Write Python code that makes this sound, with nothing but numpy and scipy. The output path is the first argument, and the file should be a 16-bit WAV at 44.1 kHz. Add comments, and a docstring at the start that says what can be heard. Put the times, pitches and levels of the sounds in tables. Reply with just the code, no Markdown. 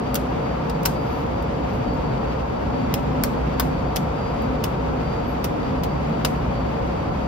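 """A steady, booming roar fills an indoor shooting range: air rushing through the ventilation ducts.
The vents hiss, and a thin whistle wanders from pitch to pitch.
In a booth, close to the microphone, someone handles a rifle: a sleeve brushes the stock and
something squeaks once. The metal parts knock together and ring in sharp clicks, which bounce
off the booth walls and fade in the range."""
import sys
import numpy as np
from scipy import signal
from scipy.fft import rfft, irfft, next_fast_len
from scipy.io import wavfile
from scipy.ndimage import uniform_filter1d

SR = 44100
rng = np.random.default_rng(int(sys.argv[2]) if len(sys.argv) > 2 else 0)


def waveform_to_disk(signal):
    """Save audio, clipped to [-1, 1], as 16-bit WAV at the path in sys.argv[1]."""
    frames = np.transpose(np.atleast_2d(signal))
    scaled = np.clip(frames, -1, 1) * 32767
    samples = np.round(scaled).astype(np.int16)
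    wavfile.write(sys.argv[1], SR, samples)


N = 320607


def from_db(db):
    """Turn decibels into a number to multiply a sound by."""
    return 10 ** (np.asarray(db) / 20)


def unit_level(x):
    """Scale a sound so its mid (first row) has an average level (rms) of 1."""
    return x / np.sqrt(np.mean(x[0] ** 2) + 1e-20)


def in_time(rows):
    """Join (time, value) points with straight lines, one value per sample."""
    return np.interp(np.arange(N) / SR, *np.transpose(rows))


def frequencies(size):
    """The frequencies in the spectrum of a sound with this many samples."""
    return np.maximum(np.fft.rfftfreq(size, 1 / SR), 1)


def at_hz(points, hz):
    """Read between (frequency, value) points, with octaves evenly spaced."""
    knots, values = np.transpose(points)
    return np.interp(np.log(hz), np.log(knots), values)


def noise(colour, size, peaks=()):
    """Two rows of coloured noise: mid (what left and right share) and side (how they differ)."""
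    padded = next_fast_len(size)
    hz = frequencies(padded)
    level = at_hz(colour, hz)
    for centre, width, peak_db in peaks:
        level = level + peak_db / (1 + (2 * (hz - centre) / width) ** 2)
    white = rfft(rng.standard_normal((2, padded)))
    return unit_level(irfft(white * from_db(level), padded)[:, :size])


def drift(rate_hz):
    """A smooth random wobble, about 1 in size; a higher rate makes it quicker."""
    size = next_fast_len(N)
    white = rfft(rng.standard_normal(size))
    slow = irfft(white / (1 + (frequencies(size) / rate_hz) ** 2), size)[:N]
    return slow / slow.std()


def resonate(x, hz, width):
    """Let a sound ring at one pitch; a narrower width rings longer."""
    r = np.exp(-np.pi * width / SR)
    feedback = [1, -2 * r * np.cos(2 * np.pi * hz / SR), r * r]
    return signal.lfilter(np.array([1, 0, -1]) * (1 - r * r) / 2, feedback, x)


def swells(rows):
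    """Bell-shaped bumps from (time, half length, height) rows."""
    t = np.arange(N) / SR
    return sum(height * np.exp(-((t - s) / half) ** 2) for s, half, height in rows)


def tones(rows, waver_hz):
    """Pure tones that swell and fade, all sharing one wobble in pitch."""
    t = np.arange(N) / SR
    bend = np.cumsum(waver_hz) / SR
    out = np.zeros((2, N))
    for s, half, hz, db in rows:
        near = np.abs(t - s) < np.pi * half
        phase = 2 * np.pi * (hz * t[near] + bend[near] + rng.random())
        swell = np.sqrt(2) * from_db(db) * np.exp(-((t[near] - s) / half) ** 2)
        out[:, near] += swell * np.array([np.sin(phase), np.cos(phase)])
    return out


def steadied(x, span_s=0.27):
    """Even out the slow ups and downs in a noise's loudness."""
    power = np.mean(x[0] ** 2)
    return x * np.sqrt(power / (uniform_filter1d(x[0] ** 2, int(span_s * SR)) + 1e-12))


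# Colour of the rushing air, from bass to treble (frequency [Hz], relative level [dB])
ROAR_COLOUR = [(22, -38), (32, -13), (41, -5.5), (60, -0.5), (85, -4.5), (170, -0.14), (205, -3.5),
               (290, -5.5), (370, -10.5), (520, -12), (630, -13.5), (950, -13), (1300, -18), (1650, -27),
               (2600, -73)]
# Pitches at which the ducts ring (pitch [Hz], width [Hz], boost [dB])
DUCT_RINGS = [(61, 9.1, 9.5), (128.7, 7.4, 4.5), (154, 4.7, 2), (225, 4.7, 3.5), (255.6, 9.4, 6),
              (420, 2.5, 3), (457.7, 37, 7), (518, 6.1, 7.5), (562, 47, 5.5), (726.5, 28, 6), (920, 16, 4),
              (1340, 8.1, 5)]
# How the deepest rumble rises and falls (time [s], level change [dB])
RUMBLE_CURVE = [(0, -1), (.7, -2), (1.1, -2.5), (1.3, 0), (2.55, 0.5), (2.85, -1), (3.25, 1), (3.55, 3.5),
                (4.0, -0.5), (5.1, 1), (5.65, -3.5), (5.87, 3.5), (6.15, -4.5), (6.45, 4), (6.7, 0),
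                (7.27, 1)]
# How the low roar just above it rises and falls (time [s], level change [dB])
THROB_CURVE = [(0, -0.5), (.8, -0.5), (1.25, -0.9), (2.0, 0.5), (2.47, -2.8), (2.95, 2.3), (3.3, -0.5),
               (3.7, 0.5), (4.03, 0), (4.23, -2.3), (4.5, 0), (5.2, -1), (5.9, 0.9), (6.5, 1.2),
               (6.92, -0.5), (7.27, 0.5)]
def ducts(level_db=-24.5, rumble_hz=105, throb_hz=300):
    """Swirling air roars through the ringing ducts; its low notes swell and sink."""
    air = from_db(level_db) * noise(ROAR_COLOUR, N, DUCT_RINGS)
    deep = signal.sosfiltfilt(signal.butter(4, rumble_hz, fs=SR, output="sos"), air)
    low = signal.sosfiltfilt(signal.butter(4, throb_hz, fs=SR, output="sos"), air)
    rumble = from_db(in_time(RUMBLE_CURVE)) * steadied(deep)
    throb = from_db(in_time(THROB_CURVE)) * steadied(low - deep)
    return air - low + rumble + throb


# Moments when a duct booms (time [s], half length [s], pitch [Hz], level [dB])
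BOOM_TONES = [(.2, 0.35, 256, -36), (.83, 0.2, 153.9, -30), (1.2, .2, 129, -40), (1.8, 0.23, 257, -36.5),
              (2.03, 0.11, 154, -35), (2.15, 0.11, 129.6, -31.5), (2.27, 0.2, 225.1, -34.5),
              (2.9, 0.22, 155, -37), (2.8, 0.25, 256.8, -33), (3.22, 0.13, 256.7, -29),
              (3.3, 0.13, 221, -31.5), (3.62, 0.4, 154.6, -33), (3.63, 0.05, 257, -30.5),
              (4.0, .1, 160.5, -31), (4.4, 0.12, 221.6, -33.5), (4.5, 0.082, 257, -31),
              (4.8, 0.25, 155, -34.5), (4.95, 0.11, 256.5, -31), (5.62, 0.25, 257, -35),
              (6.15, 0.28, 155.3, -30.5), (6.25, 0.34, 224, -36.5), (6.7, 0.08, 154.7, -36)]
def duct_booms(waver_hz=1):
    """The ducts' low notes take turns booming as clear tones, so the roar throbs."""
    return tones(BOOM_TONES, waver_hz * drift(2.5))


# Colour of the hiss at the vents (frequency [Hz], relative level [dB])
HISS_COLOUR = [(1000, -6), (1800, 2.5), (2600, 1), (3500, -4.5), (4300, -10), (5100, -11), (7500, -24),
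               (8700, -35.5), (10000, -31), (12200, -23), (16000, -47)]
def vents(level_db=-44.5, flutter_db=0.8):
    """Air hisses smoothly as it leaves the grilles."""
    return from_db(level_db + flutter_db * drift(15)) * noise(HISS_COLOUR, N)


# Moments when the whistle turns clear (time [s], half length [s], pitch [Hz], level [dB])
WHISTLE_TONES = [(.07, .07, 4672, -60), (.5, .09, 4642, -57), (.74, .06, 4582, -59),
                 (1.0, 0.13, 4752, -56.5), (1.13, .05, 4580, -60), (1.39, 0.089, 4720, -59),
                 (1.91, 0.061, 4592, -54), (2.11, .09, 4568, -58), (2.29, .06, 4560, -57.5),
                 (2.78, .07, 4580, -57), (2.82, 0.14, 4630, -64), (3.55, .06, 4600, -61),
                 (3.78, 0.087, 4550, -58), (4.25, 0.1, 4730, -53.5), (4.43, 0.066, 4672, -55),
                 (4.6, .1, 4714, -64), (5.13, 0.12, 4690, -55), (5.28, 0.068, 4612, -59),
                 (5.67, .07, 4690, -58), (5.91, .05, 4720, -58), (6.58, 0.062, 4563, -56),
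                 (6.73, 0.079, 4607, -64), (7.24, 0.043, 4725, -60)]
# Its breathy part dips under some higher tones (time [s], half length [s], level change [dB])
WHISTLE_DIPS = [(1.0, .13, -1), (1.36, .1, -5), (4.35, .25, -6)]
def whistle(pitch_hz=4610, width_hz=100, level_db=-60, waver_hz=11):
    """The air's faint, breathy whistle flares into clear tones that hop between nearby pitches."""
    breathy = rng.standard_normal((2, N))
    for _ in range(2):
        breathy = resonate(breathy, pitch_hz, width_hz)
    breathy = from_db(level_db + swells(WHISTLE_DIPS)) * unit_level(breathy)
    return breathy + tones(WHISTLE_TONES, waver_hz * drift(30))


# Colour of the range's echo (frequency [Hz], relative level [dB])
RANGE_COLOUR = [(300, -11), (1400, -15), (3000, 4), (5000, 2), (7500, -4), (10000, -8.5), (12300, 1),
                (15500, -11)]
def range_echo(x, fade_s=0.32, level_db=-19.5, build_s=0.0058):
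    """The big room smears each click into a smooth tail that drops 60 dB in fade_s."""
    t = np.arange(SR) / SR
    build = 1 - np.exp(-(t / build_s) ** 2)
    tail = (from_db(-60 * t / fade_s) * build) ** 2
    energy = signal.fftconvolve(x[0] ** 2, tail / tail.sum())[:N]
    return from_db(level_db) * np.sqrt(np.abs(energy)) * noise(RANGE_COLOUR, N)


def booth_echo(x, fade_s=0.081, level_db=-5, dull_hz=11000, build_s=0.0018):
    """The close booth walls throw back many quick echoes, a little duller than the click."""
    t = np.arange(SR // 2) / SR
    build = 1 - np.exp(-(t / build_s) ** 2)
    spectrum = rfft(rng.standard_normal((2, len(t))) * from_db(-60 * t / fade_s) * build, SR)
    even = irfft(spectrum / np.abs(spectrum), SR)[:, :len(t)]  # every frequency equally strong
    bounces = even * build * from_db(-20 * t / fade_s)
    bounces /= np.linalg.norm(bounces[0])
    dull = signal.butter(1, dull_hz, fs=SR, output="sos")
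    return from_db(level_db) * signal.sosfilt(dull, signal.fftconvolve(x, bounces, axes=1)[:, :N])


# Strokes of the sleeve (time [s], half length [s], level [dB])
SLEEVE_STROKES = [(1.023, .06, -66), (1.157, 0.093, -54.5), (1.74, 0.052, -59), (1.96, 0.03, -71),
                  (4.45, .04, -65)]
# Colour of rubbing cloth (frequency [Hz], relative level [dB])
CLOTH_COLOUR = [(2000, 7), (6000, 6), (8500, -15), (11500, 6), (14000, 1), (16000, -6)]
def sleeve(grain_db=1.5):
    """Cloth slides over the rifle's stock in short, grainy strokes."""
    strokes = swells([(s, half, from_db(db)) for s, half, db in SLEEVE_STROKES])
    return strokes * from_db(grain_db * drift(70)) * noise(CLOTH_COLOUR, N)


# The tones that make up the squeak (time [s], half length [s], pitch [Hz], level [dB])
SQUEAK_TONES = [(5.293, 0.021, 12200, -56), (5.334, .012, 12290, -63), (5.315, 0.037, 11490, -66)]
def squeak(waver_hz=25):
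    """Something gives one tiny, high squeak under the hand."""
    return tones(SQUEAK_TONES, waver_hz * drift(80))


# Colour of metal hitting metal (frequency [Hz], relative level [dB])
METAL_COLOUR = [(200, -10), (800, 10.5), (1500, 2), (2200, 0.5), (4000, 3), (5800, 2.5), (7500, -7),
                (10000, -4), (12000, 2), (14500, 2), (15700, 0)]
# Pitches at which the rifle rings (pitch [Hz], width [Hz], relative level [dB])
RIFLE_RINGS = [(1310, 140, 4.5), (1930, 91, -7), (3530, 71, -27), (3700, 93, -18), (12100, 500, -14),
               (14000, 550, -19)]
# One row per click; the levels after the strength are relative to it
# (time [s], strength [dB], rattle fade [s], low knock [dB], body [dB], high snap [dB],
#  ping pitch [Hz], ping level [dB], clank pitch [Hz], clank level [dB])
RIFLE_CLICKS = [ (0.1428, -24.5, .0016, -1, -7, 7, 5130, -8, 2850, -5),
                (0.153, -21, 0.0032, -2, -1.5, 0, 5430, -7, 2830, 2),
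                (0.6952, -35.5, .003, -6, 3, -6, 5000, -2, 2850, -7),
                (0.83, -38, .0018, -7, -1, 1, 5000, -5, 2850, -3),
                (.853, -21.5, 0.0018, 4, -2, 3, 5130, 7, 1950, -1),
                (0.8565, -14.5, 0.002, 0.5, -5, 4, 5700, -2, 3900, -7),
                (1.424, -46, .0015, -7, -3, 3, 5000, -4, 2850, -3),
                (1.938, -55, .0019, -7, -4, 4, 5000, -5, 2850, -3),
                (2.939, -21.5, 0.0014, -0.5, -1.5, 1, 5150, 1, 2680, 4),
                (3.236, -17, 0.0008, -1, 0.5, 3, 5000, -20, 2080, 4),
                (3.596, -20.5, 0.0034, 5.5, 1.5, 4, 5000, 5, 1420, 5.5),
                (3.958, -23, 0.0045, -3, -1, -3, 4930, -1, 2050, -7),
                (3.965, -27, 0.0015, -9, 4, -.5, 4870, 1, 2870, 6),
                (4.418, -51, .003, -7, -6, 6, 4960, -5, 2850, -3),
                (4.638, -23.5, 0.0028, -5, 0, -2.5, 5030, 0, 2890, 4),
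                (5.4405, -26.5, 0.0055, 0.5, 0.5, -2, 5030, -8, 2760, -2),
                (5.8334, -34, .007, -3, 2, -3, 4950, -7, 2850, 1),
                (6.2472, -18.5, 0.0028, 5.5, 4, -1, 4930, 7, 2980, 4)]
def rifle(level_db=-4, rise_s=0.0023, grain_db=2,
          knock_hz=1300, body_hz=2700, ring_hz=5800, snap_hz=12500,
          ping_lift_db=4, ping_width_hz=107, clank_width_hz=320):
    """Each click is a split-second rattle of metal on metal that sets the rifle ringing."""
    t = np.arange(SR // 10) / SR
    out = np.zeros((2, N + len(t)))
    onset = 1 - np.exp(-(t / rise_s) ** 2)
    for (time_s, blow_db, fade_s, knock_db, body_db, snap_db,
         ping_hz, ping_db, clank_hz, clank_db) in RIFLE_CLICKS:
        hardness = [(knock_hz, knock_db), (body_hz, body_db), (ring_hz, 0), (snap_hz, snap_db)]
        colour = [(hz, db + at_hz(hardness, hz)) for hz, db in METAL_COLOUR]
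        strength = from_db(blow_db) * np.linalg.norm(from_db([body_db, 0, snap_db]))
        shape = onset * np.exp(-t / fade_s)
        shape /= shape.max()
        # the parts chatter unevenly while they settle
        chatter = uniform_filter1d(rng.standard_normal(len(t)), size=24)
        rattle = shape * from_db(grain_db * chatter / chatter.std())
        rattle *= np.linalg.norm(shape) / np.linalg.norm(rattle)  # chatter adds no energy
        contact = strength * rattle * noise(colour, len(t))
        # how much the metal pings and clanks depends on where the blow lands
        swing = np.sin(2 * np.pi * (ping_hz * t + rng.random((2, 1))))
        ping_fade = np.exp(-np.pi * ping_width_hz * t)
        ping = from_db(blow_db + ping_db + ping_lift_db) * onset * swing * ping_fade
        rings = [(clank_hz, clank_width_hz, clank_db), *RIFLE_RINGS]
        ringing = sum(from_db(db) * resonate(contact, hz, width) for hz, width, db in rings)
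        start = round(time_s * SR)
        out[:, start:start + len(t)] += contact + ping + ringing
    return from_db(level_db) * out[:, :N]


# How wide the sound spreads (frequency [Hz], side level change [dB])
STEREO_WIDTH = [(30, -27), (60, -35), (90, -8.5), (160, -19.5), (260, -5), (460, -1.5), (650, 4),
                (820, 2.5), (1100, -2), (1400, -2.5), (1960, 2.5), (3000, -2), (5000, -0.5), (6300, 2.5),
                (8000, 11.5), (10000, 3), (12000, -11.5), (14000, -21)]
# How far it leans to the left (frequency [Hz], left minus right [dB])
LEFT_LEAN = [(60, 0.0), (150, 0.0), (380, 0), (950, 2), (2380, 1.4), (5980, 1.1), (15000, 0.45)]
def microphone(mid_side):
    """Two openings hear left and right: alike in the bass and at the top, the left a bit louder."""
    size = next_fast_len(N)
    hz = frequencies(size)
    mid, side = rfft(mid_side, size)
    side = side * from_db(at_hz(STEREO_WIDTH, hz))
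    lean = from_db(at_hz(LEFT_LEAN, hz) / 2)
    return irfft(np.array([(mid + side) * lean, (mid - side) / lean]), size)[:, :N]


def scene(click_side_db=-2.5):
    """Air roars all around; the clicks come from the front and echo in the booth and the range."""
    clicks = rifle() * from_db([[0], [click_side_db]])
    booth = booth_echo(clicks)
    ventilation = ducts() + duct_booms() + vents() + whistle()
    return microphone(ventilation + clicks + booth + range_echo(clicks) + sleeve() + squeak())


def record(dry, bass_cut_hz=34, treble_cut_hz=15750):
    """The deepest bass and the highest treble are cut away steeply."""
    dry = signal.sosfilt(signal.butter(6, bass_cut_hz, "high", fs=SR, output="sos"), dry)
    return signal.sosfilt(signal.ellip(12, .1, 90, treble_cut_hz, fs=SR, output="sos"), dry)


dry = scene()
out = record(dry)
waveform_to_disk(out)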